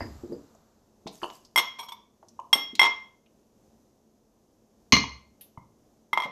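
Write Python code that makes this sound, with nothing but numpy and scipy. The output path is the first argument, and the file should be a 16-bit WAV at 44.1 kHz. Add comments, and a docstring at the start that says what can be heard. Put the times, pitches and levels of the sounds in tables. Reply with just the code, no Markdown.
"""Dull knocks and small ticks of handled glass open over a fading hiss in a small room. Beer fizzes briefly,
and a tipped bottle's neck clinks, chatters and skids on the rim of a drinking glass. The glass is set
on a stone coaster, which thumps the table, and is lifted to the bottle again. Each impact excites damped
modes of the glass and the air in it, with a burst of contact noise; wall echoes prolong the sound."""
import sys
import numpy as np
from scipy import signal
from scipy.fft import rfft, irfft, next_fast_len
from scipy.io import wavfile
from scipy.ndimage import uniform_filter1d, minimum_filter1d

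SR = 44100
rng = np.random.default_rng(int(sys.argv[2]) if len(sys.argv) > 2 else 0)


def digitize_waveform(pressure):
    """Quantize a signal to 16-bit integers and store it at the path in sys.argv[1].

    Rows of a 2-D input are taken as channels; values are limited to [-1, 1].
    """
    field = np.atleast_2d(pressure).T
    bounded = np.clip(field, -1, 1)
    quanta = np.round(bounded * 32767).astype(np.int16)
    wavfile.write(sys.argv[1], SR, quanta)


N = 278535
T = np.arange(int(.7 * SR)) / SR  # time axis of one event, in seconds

# spectrum of the contact noise: frequency_hz, level_db
CRACK_SPECTRUM = [(100, -33), (260, -11.5), (600, -10.5), (1000, 15), (1600, -2.5), (2600, 1.5),
                  (3600, 4.5), (4500, -7), (6300, -7), (7600, -15), (10000, -30), (15000, -31)]
# hollow resonances of the air in the glass: pitch_hz, level_db, free_t60_s
AIR_MODES = [(787, -25.5, 0.073), (958, -6, 0.058), (1020.3, -1.5, 0.052), (1127, -12.5, 0.077),
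             (2980, -31, 0.043)]


def undb(db):
    """Amplitude grows tenfold for every 20 dB."""
    return 10 ** (np.asarray(db) / 20)


def fade(t60):
    """Exponential decay: 60 dB are lost in t60 seconds."""
    return np.exp(-np.log(1000) * T / t60)


def swell(rise_s):
    """Finite rise time: the excitation builds smoothly."""
    return np.sin(np.pi / 2 * np.minimum(T / max(rise_s, 1 / SR), 1)) ** 2


def choke(free_s, choke_s=.003, left=0.25):
    """Contact damping: the next touch, after free_s, removes most of a vibration."""
    return left + (1 - left) * np.exp(-np.maximum(T - free_s, 0) / choke_s)


def waver(step_s):
    """Random modulation: Gaussian values joined by straight lines."""
    steps = np.arange(N / SR / step_s + 1) * step_s
    return np.interp(np.arange(N) / SR, steps, rng.standard_normal(len(steps)))


def add(out, start_s, sound):
    """Superposition: a sound adds to the others from start_s on."""
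    i = max(int(start_s * SR), 0)
    out[i:i + len(sound)] += sound[:N - i]


def highpass(x, hz):
    """Radiation efficiency: small objects give off little bass."""
    return signal.sosfilt(signal.butter(2, hz, "high", fs=SR, output="sos"), x)


def noise(spectrum, size=len(T)):
    """Spectral shaping: noise of unit power follows (frequency_hz, level_db) points."""
    hz, db = np.transpose(spectrum)
    count = next_fast_len(size)
    f = np.maximum(np.fft.rfftfreq(count, 1 / SR), 1)
    gain = undb(np.interp(np.log(f), np.log(hz), db))
    shaped = irfft(rfft(rng.standard_normal(count)) * gain, count)[:size]
    return shaped / shaped.std()


def puff(hz, t60, skirt_db):
    """Band-limited transient: dying noise around one pitch, skirt_db down an octave away."""
    burst = noise([(hz * 2. ** k, -skirt_db * abs(k)) for k in range(-3, 4)]) * fade(t60)
    return burst * np.linalg.norm(fade(t60)) / np.linalg.norm(burst)


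def ring(modes, gains_db=0, detune=0.001):
    """Free vibration: a sum of damped sines, a little different at each blow."""
    hz, db, t60 = np.transpose(modes)
    louder, sharper = rng.standard_normal((len(hz), 2)).T
    gain = undb(db + gains_db + louder)
    hz = hz * (1 + detune * sharper)
    return sum(g * np.sin(2 * np.pi * f * T) * fade(d) for f, g, d in zip(hz, gain, t60))


def background(air_db=-64, hiss_db=-51.5, hiss_fall_db_per_s=25, rumble_db=-39):
    """Ambient noise: room air wavers quietly; a hiss and a table rumble decay at the start."""
    # spectrum of the room air: frequency_hz, level_db
    air_spectrum = [(15, -34), (25, -9), (54, -6.5), (167, -6), (186, -8), (219, 4.5), (243, -4.5),
                    (363, -5), (673, -11.5), (978, -18), (1460, -27.5), (2180, -32), (4500, -30.5),
                    (6300, -24), (8800, -35.5), (12600, -32), (15000, -43.5)]
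    # spectrum of the hiss: frequency_hz, level_db
    hiss_spectrum = [(300, 11), (1200, 4.5), (2200, -9.5), (3200, -9.5), (4500, -5.5), (5500, -7.5),
                     (7600, -5), (8800, -26.5), (12500, -10.5), (14500, -31)]
    air = noise(air_spectrum, N) * undb(air_db + waver(step_s=0.13))
    hiss = noise(hiss_spectrum, N) * undb(hiss_db - hiss_fall_db_per_s * np.arange(N) / SR)
    out = air + hiss
    add(out, 0, undb(rumble_db) * puff(hz=77, t60=1.0, skirt_db=19.0))
    return out


def handling(hand_t60=0.051):
    """Damped transients: knocks that the hand stops at once, low bumps, a set-down thump and ticks."""
    # dull knocks on the held glass: start_s, air_db, thud_db, crack_db, rise_s
    knocks = [(.006, -27.5, -28.5, -52, 0.0023), (0.55, -88, -53, -82, .001),
              (1.0661, -35.5, -31, -33, 0.0035), (1.2309, -22, -35.5, -39.5, 0.0015),
              (1.2426, -27, -36, -35, 0.00077), (1.301, -40, -48, -35.5, 0.00096),
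              (2.228, -57, -47.5, -62, 0.00062), (2.391, -16, -42.5, -57.5, 0.0054),
              (2.553, -36.5, -30, -38.5, .002), (5.039, -18.5, -44, -56, 0.0032),
              (5.5739, -30, -51.5, -72, 0.0027), (6.259, -46, -31, -32.5, 0.0024)]
    # low bumps of handled bottle and glass, and the low thump of the glass being set down:
    # start_s, level_db, pitch_hz, t60_s
    bumps = [(0.015, -28, 280, .09), (.05, -35.5, 200, .11), (0.232, -33, 293, 0.081),
             (0.294, -35.5, 293, 0.12), (.318, -26.5, 320, 0.071), (1.058, -33, 190, .06),
             (1.225, -32, 300.4, .06), (2.554, -33, 286, 0.074), (2.73, -37.5, 260, .06),
             (4.932, -15.5, 180, 0.031), (5.576, -36, 110, .06), (6.251, -38.5, 198, 0.054)]
    # light ticks and pings of glass: start_s, level_db, pitch_hz, t60_s, skirt_db_per_octave
    ticks = [(.003, -44.5, 4860, .2, 181), (.004, -39, 1790, .16, 36), (0.326, -56, 4830, .12, 137),
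             (.549, -53, 6700, .018, 35), (1.072, -37.5, 3800, .066, 18.5), (1.217, -41, 1447, .05, 20),
             (1.2326, -32, 2880, .07, 98), (1.2313, -42.5, 4550, 0.064, 97.5),
             (1.449, -49.5, 5170, .05, 23.5), (2.398, -46, 6500, 0.0085, 24.5),
             (2.398, -52.5, 2750, 0.028, 60.5), (2.284, -50, 5800, .05, 21.5),
             (2.752, -31.5, 3970, .035, 14.5), (3.26, -60, 2683, .035, 32.5), (5.41, -46, 11640, .17, 49),
             (5.409, -54, 3250, .14, 13), (5.576, -60, 2110, 0.19, 254)]
    out = np.zeros(N)
    for start_s, air_db, thud_db, crack_db, rise_s in knocks:
        thud = undb(thud_db) * puff(hz=650, t60=0.05, skirt_db=21)
        crack = undb(crack_db) * noise(CRACK_SPECTRUM) * fade(t60=0.013)
        hollow = ring(AIR_MODES, air_db) * fade(hand_t60)
        add(out, start_s, (hollow + thud + crack) * swell(rise_s))
    for start_s, db, hz, t60 in bumps:
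        add(out, start_s, undb(db) * puff(hz, t60, skirt_db=20.5) * swell(rise_s=0.062 * t60))
    for start_s, db, hz, t60, skirt_db in ticks:
        add(out, start_s, undb(db) * puff(hz, t60, skirt_db) * swell(rise_s=0.0016))
    return out


def fizz(start_s=1.05, attack_s=.1, hold_s=.21, release_t60=0.38, glug_hz=9.9, glug_db=3):
    """Amplitude modulation: froth and bursting bubbles follow the spurts of beer running into the neck."""
    # spectrum of the froth: frequency_hz, level_db
    froth_spectrum = [(1500, -7), (4000, -3), (7500, 1.5), (9000, -9), (12000, 0), (13500, -10),
                      (14500, -12.5)]
    froth_db, grain_db = -63.5, 3
    bubbles_per_s, bubble_db, scatter_db = 150, -52.5, 4
    bubble_hz, spread_octaves, bubble_t60 = 7200, 0.57, 0.011
    release = undb(-60 * np.maximum(T - attack_s - hold_s, 0) / release_t60)
    spurts = undb(glug_db * np.cos(2 * np.pi * glug_hz * (T - attack_s)))
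    flow = swell(attack_s) * release * spurts
    froth = undb(froth_db + grain_db * waver(step_s=0.0014)[:len(T)]) * noise(froth_spectrum)
    bubbles, out = np.zeros(N), np.zeros(N)
    for when, pitch, strength in rng.uniform(-1.2, 1, (int(bubbles_per_s * T[-1]), 3)):
        pop = ring([(bubble_hz * 2 ** (spread_octaves * pitch), bubble_db + scatter_db * strength, bubble_t60)])
        add(bubbles, abs(when) * T[-1], pop)
    add(out, start_s, (froth + bubbles[:len(T)]) * flow)
    return out


def touch(ring_db, low_db, tilt_db, air_db, crack_db, sizzle_db, lean, free_s):
    """Impact excitation: one touch of neck on rim sounds glass modes, air modes and contact noise."""
    # modes of the glass and the bottle neck: pitch_hz, level_db, free_t60_s, lean_rise_hz
    glass_modes = [(2098, 1, .14, 135), (2116, -12, .2, 150), (3277, 2, .1, 25), (3294, -15, .2, 130),
                   (4328, -27, .1, 0), (5457, -3, .11, 100), (8405, -12, .12, 55), (9130, -37, .17, 0),
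                   (9819, -42, .25, 0), (10865, -13, .1, 40), (12576, -13, .19, 0), (13264, -18, .14, 0)]
    # spectrum of the high contact noise: frequency_hz, level_db
    sizzle_spectrum = [(4000, -21.5), (7500, -19), (8400, 0), (9200, -21.5), (10200, -24.5), (10900, 1.5),
                       (12000, -2.5), (13200, -10), (14300, -23.5)]
    hz, db, t60, lean_rise_hz = np.transpose(glass_modes)
    # the place of contact sets the share of the lowest pair, its hardness that of the high modes
    gains_db = ring_db + np.where(hz < hz[:3].mean(), low_db, tilt_db * np.log2(hz / hz[2]))
    # a leaning neck stiffens and damps the rim
    pitch = hz + lean * lean_rise_hz
    decay = t60 / (1 + 0.88 * lean)
    glass = ring(np.transpose([pitch, db, decay]), gains_db)
    # a faint share of each mode escapes the fingers and rings longer
    after_ring = ring(np.transpose([pitch, db, decay * 3.2]), gains_db - 35.5)
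    tones = highpass((glass + after_ring + ring(AIR_MODES, air_db)) * choke(free_s), hz=520)
    # a harder contact also brightens the crack
    crack_db_per_octave = 0.48 * (tilt_db + 6.5)
    tilted = [(f, level + crack_db_per_octave * np.log2(f / hz[2])) for f, level in CRACK_SPECTRUM]
    crack = undb(crack_db) * noise(tilted) * fade(t60=0.034)
    sizzle = undb(sizzle_db) * noise(sizzle_spectrum) * fade(t60=0.063)
    return highpass((tones + crack + sizzle) * swell(rise_s=.0014), hz=148)


def clinks(hasten=0.56, ring_loss=1.76, crack_loss=0.81, sizzle_loss=2.1):
    """Inelastic rebound: the neck bounces on the rim ever sooner and softer; the sizzle fades fastest."""
    # strikes on the rim: start_s, blow_count, first_gap_s, air_loss_db_per_bounce, ring_db,
    # low_pair_db, tilt_db_per_octave, air_db, crack_db, sizzle_db, lean_fraction
    strikes = [(1.559, 1, 0, 0, -24, 7.5, 2.5, -16.5, -22.5, -26, 0),
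               (1.5755, 5, .0085, 2.5, -17.5, 0, -2, -19.5, -17.5, -24.5, .05),
               (2.529, 1, 0, -10, -9.5, -10.5, -4.5, -20.5, -12.5, -30, 0.01),
               (2.7939, 7, .021, 2, -12.5, 3, -7.5, -13, -14.5, -37.5, 0.02),
               (6.1305, 2, .0435, 1.5, -31.5, 10.5, -17, -16, -18, -43.5, 0),
               (6.2005, 4, 0.02, 1.35, -34, 5.5, -10.5, -27.5, -30.5, -51, 0.03)]
    out = np.zeros(N)
    next_strike = [row[0] for row in strikes[1:]] + [N / SR]
    for row, until_s in zip(strikes, next_strike):
        start_s, count, gap_s, loss_db, ring_db, low_db, tilt_db, air_db, crack_db, sizzle_db, lean = row
        for k in range(count):
            free_s = gap_s / (k + 1) ** hasten if k + 1 < count else until_s - start_s
            lost_db = k * loss_db
            clink = touch(ring_db - ring_loss * lost_db, low_db, tilt_db, air_db - lost_db,
                          crack_db - crack_loss * lost_db, sizzle_db - sizzle_loss * lost_db, lean, free_s)
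            add(out, start_s, clink)
            start_s += free_s
    return out


def skids():
    """Stick-slip friction: each push of the neck along the rim spreads into many tiny slips."""
    # pushes of the leaning neck: start_s, level_db, slips_t60_s
    pushes = [(1.783, -34.5, 0.1), (1.823, -43, 0.089), (1.881, -41.5, 0.065), (1.918, -40.5, 0.029)]
    out = np.zeros(N)
    for start_s, db, t60 in pushes:
        slip = touch(ring_db=0, low_db=-6, tilt_db=1, air_db=6.5, crack_db=0, sizzle_db=-24,
                     lean=0.99, free_s=.035)
        friction = rng.standard_normal(len(T)) * fade(t60) * swell(rise_s=0.097 * t60)
        add(out, start_s, undb(db) * signal.fftconvolve(slip, friction / np.linalg.norm(friction)))
    return out


def landing(stone_t60=.5, thump_s=4.9285, thump_db=-12):
    """Coupled vibration: the glass rocks onto the stone, which damps it, and the table thumps once."""
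    # blows of the thick base on the coaster: start_s, ring_db, clack_db
    blows = [(4.9225, -8.5, -5.5), (4.9255, -20, -10.5), (4.9353, -16, -15.5), (4.952, -22, -22),
             (4.9664, -37, -16)]
    # modes of the base with the coaster: pitch_hz, level_db, free_t60_s
    base_modes = [(1043, -10.5, 0.12), (1164, -5, 0.11), (2116.5, 2, 0.27), (2227, -6.5, 0.047),
                  (2590, -19, .1), (2885, -2, .08), (3290, -4.5, .08), (4214, -3.5, .22), (4340, -6, .19),
                  (4210, -5, .14), (5348, -14, 0.085), (5620, -18, .08), (6040, -10, 0.071),
                  (6300, -10, .08), (6660, -15.5, .09), (9130, -29.5, .2)]
    # contact noise of glass on stone: frequency_hz, level_db
    clack_spectrum = [(150, -9), (450, 7), (720, -10.5), (1050, 15), (1600, -5.5), (2400, 10), (3600, 3.5),
                      (4300, 2), (6500, 4.5), (7500, -25), (9500, -24), (14000, -20)]
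    # modes of the table: pitch_hz, level_db, t60_s
    table_modes = [(69, -14, .3), (90, -24, .2), (165, -11, .1), (222, -3, .085), (243, -4, .07),
                   (264, 2, .1), (305, -21, .08)]
    out = np.zeros(N)
    next_blow = [row[0] for row in blows[1:]] + [N / SR]
    for (start_s, ring_db, clack_db), until_s in zip(blows, next_blow):
        tones = highpass(ring(base_modes, ring_db) * choke(until_s - start_s) * fade(stone_t60), hz=400)
        clack = undb(clack_db) * noise(clack_spectrum) * fade(t60=0.03)
        add(out, start_s, (tones + clack) * swell(rise_s=0.0005))
    add(out, thump_s, ring(table_modes, thump_db) * swell(rise_s=0.007))
    return out


def room(direct, gap_s=0.0021, build_s=0.0009):
    """Reverberation: dense wall echoes follow the direct sound and last longest in the bass."""
    # bands of the wall echoes: frequency_hz, level_db, t60_s
    echo_bands = [(80, -6.5, 0.68), (252, 1.5, 0.27), (1000, -8, 0.42), (2570, -8, .38), (6400, -8, .36),
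                  (8450, -15, 0.046), (14000, -12.5, 0.27)]
    hz, db, t60 = np.transpose(echo_bands)
    log_f = np.log(np.maximum(np.fft.rfftfreq(len(T), 1 / SR), 1))
    white = rfft(rng.standard_normal(len(T)))
    onset = 1 - np.exp(-np.maximum(T - gap_s, 0) / build_s)
    tail = np.zeros(len(T))
    for share, level_db, decay in zip(np.eye(len(hz)), db, t60):
        envelope = onset * fade(decay)
        band = irfft(white * np.interp(log_f, np.log(hz), share), len(T))
        tail += undb(level_db) * band * envelope / np.linalg.norm(envelope)
    return direct + signal.fftconvolve(direct, tail)[:N]


def scene():
    """Superposition: the contacts and the fizz reverberate in one room, over its ambient noise."""
    return (background() + room(clinks() + skids() + landing() + handling() + fizz()))[None]


def record(dry, ceiling=.85, top_hz=15000):
    """Peak limiting: the level dips briefly at the highest peaks; a low-pass cuts the top treble."""
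    allowed_gain = np.minimum(ceiling / (abs(dry) + 1e-9), 1)
    gain = uniform_filter1d(minimum_filter1d(allowed_gain, size=180), size=180)
    return signal.sosfilt(signal.ellip(8, .2, 80, top_hz, fs=SR, output="sos"), dry * gain)


dry = scene()
out = record(dry)
digitize_waveform(out)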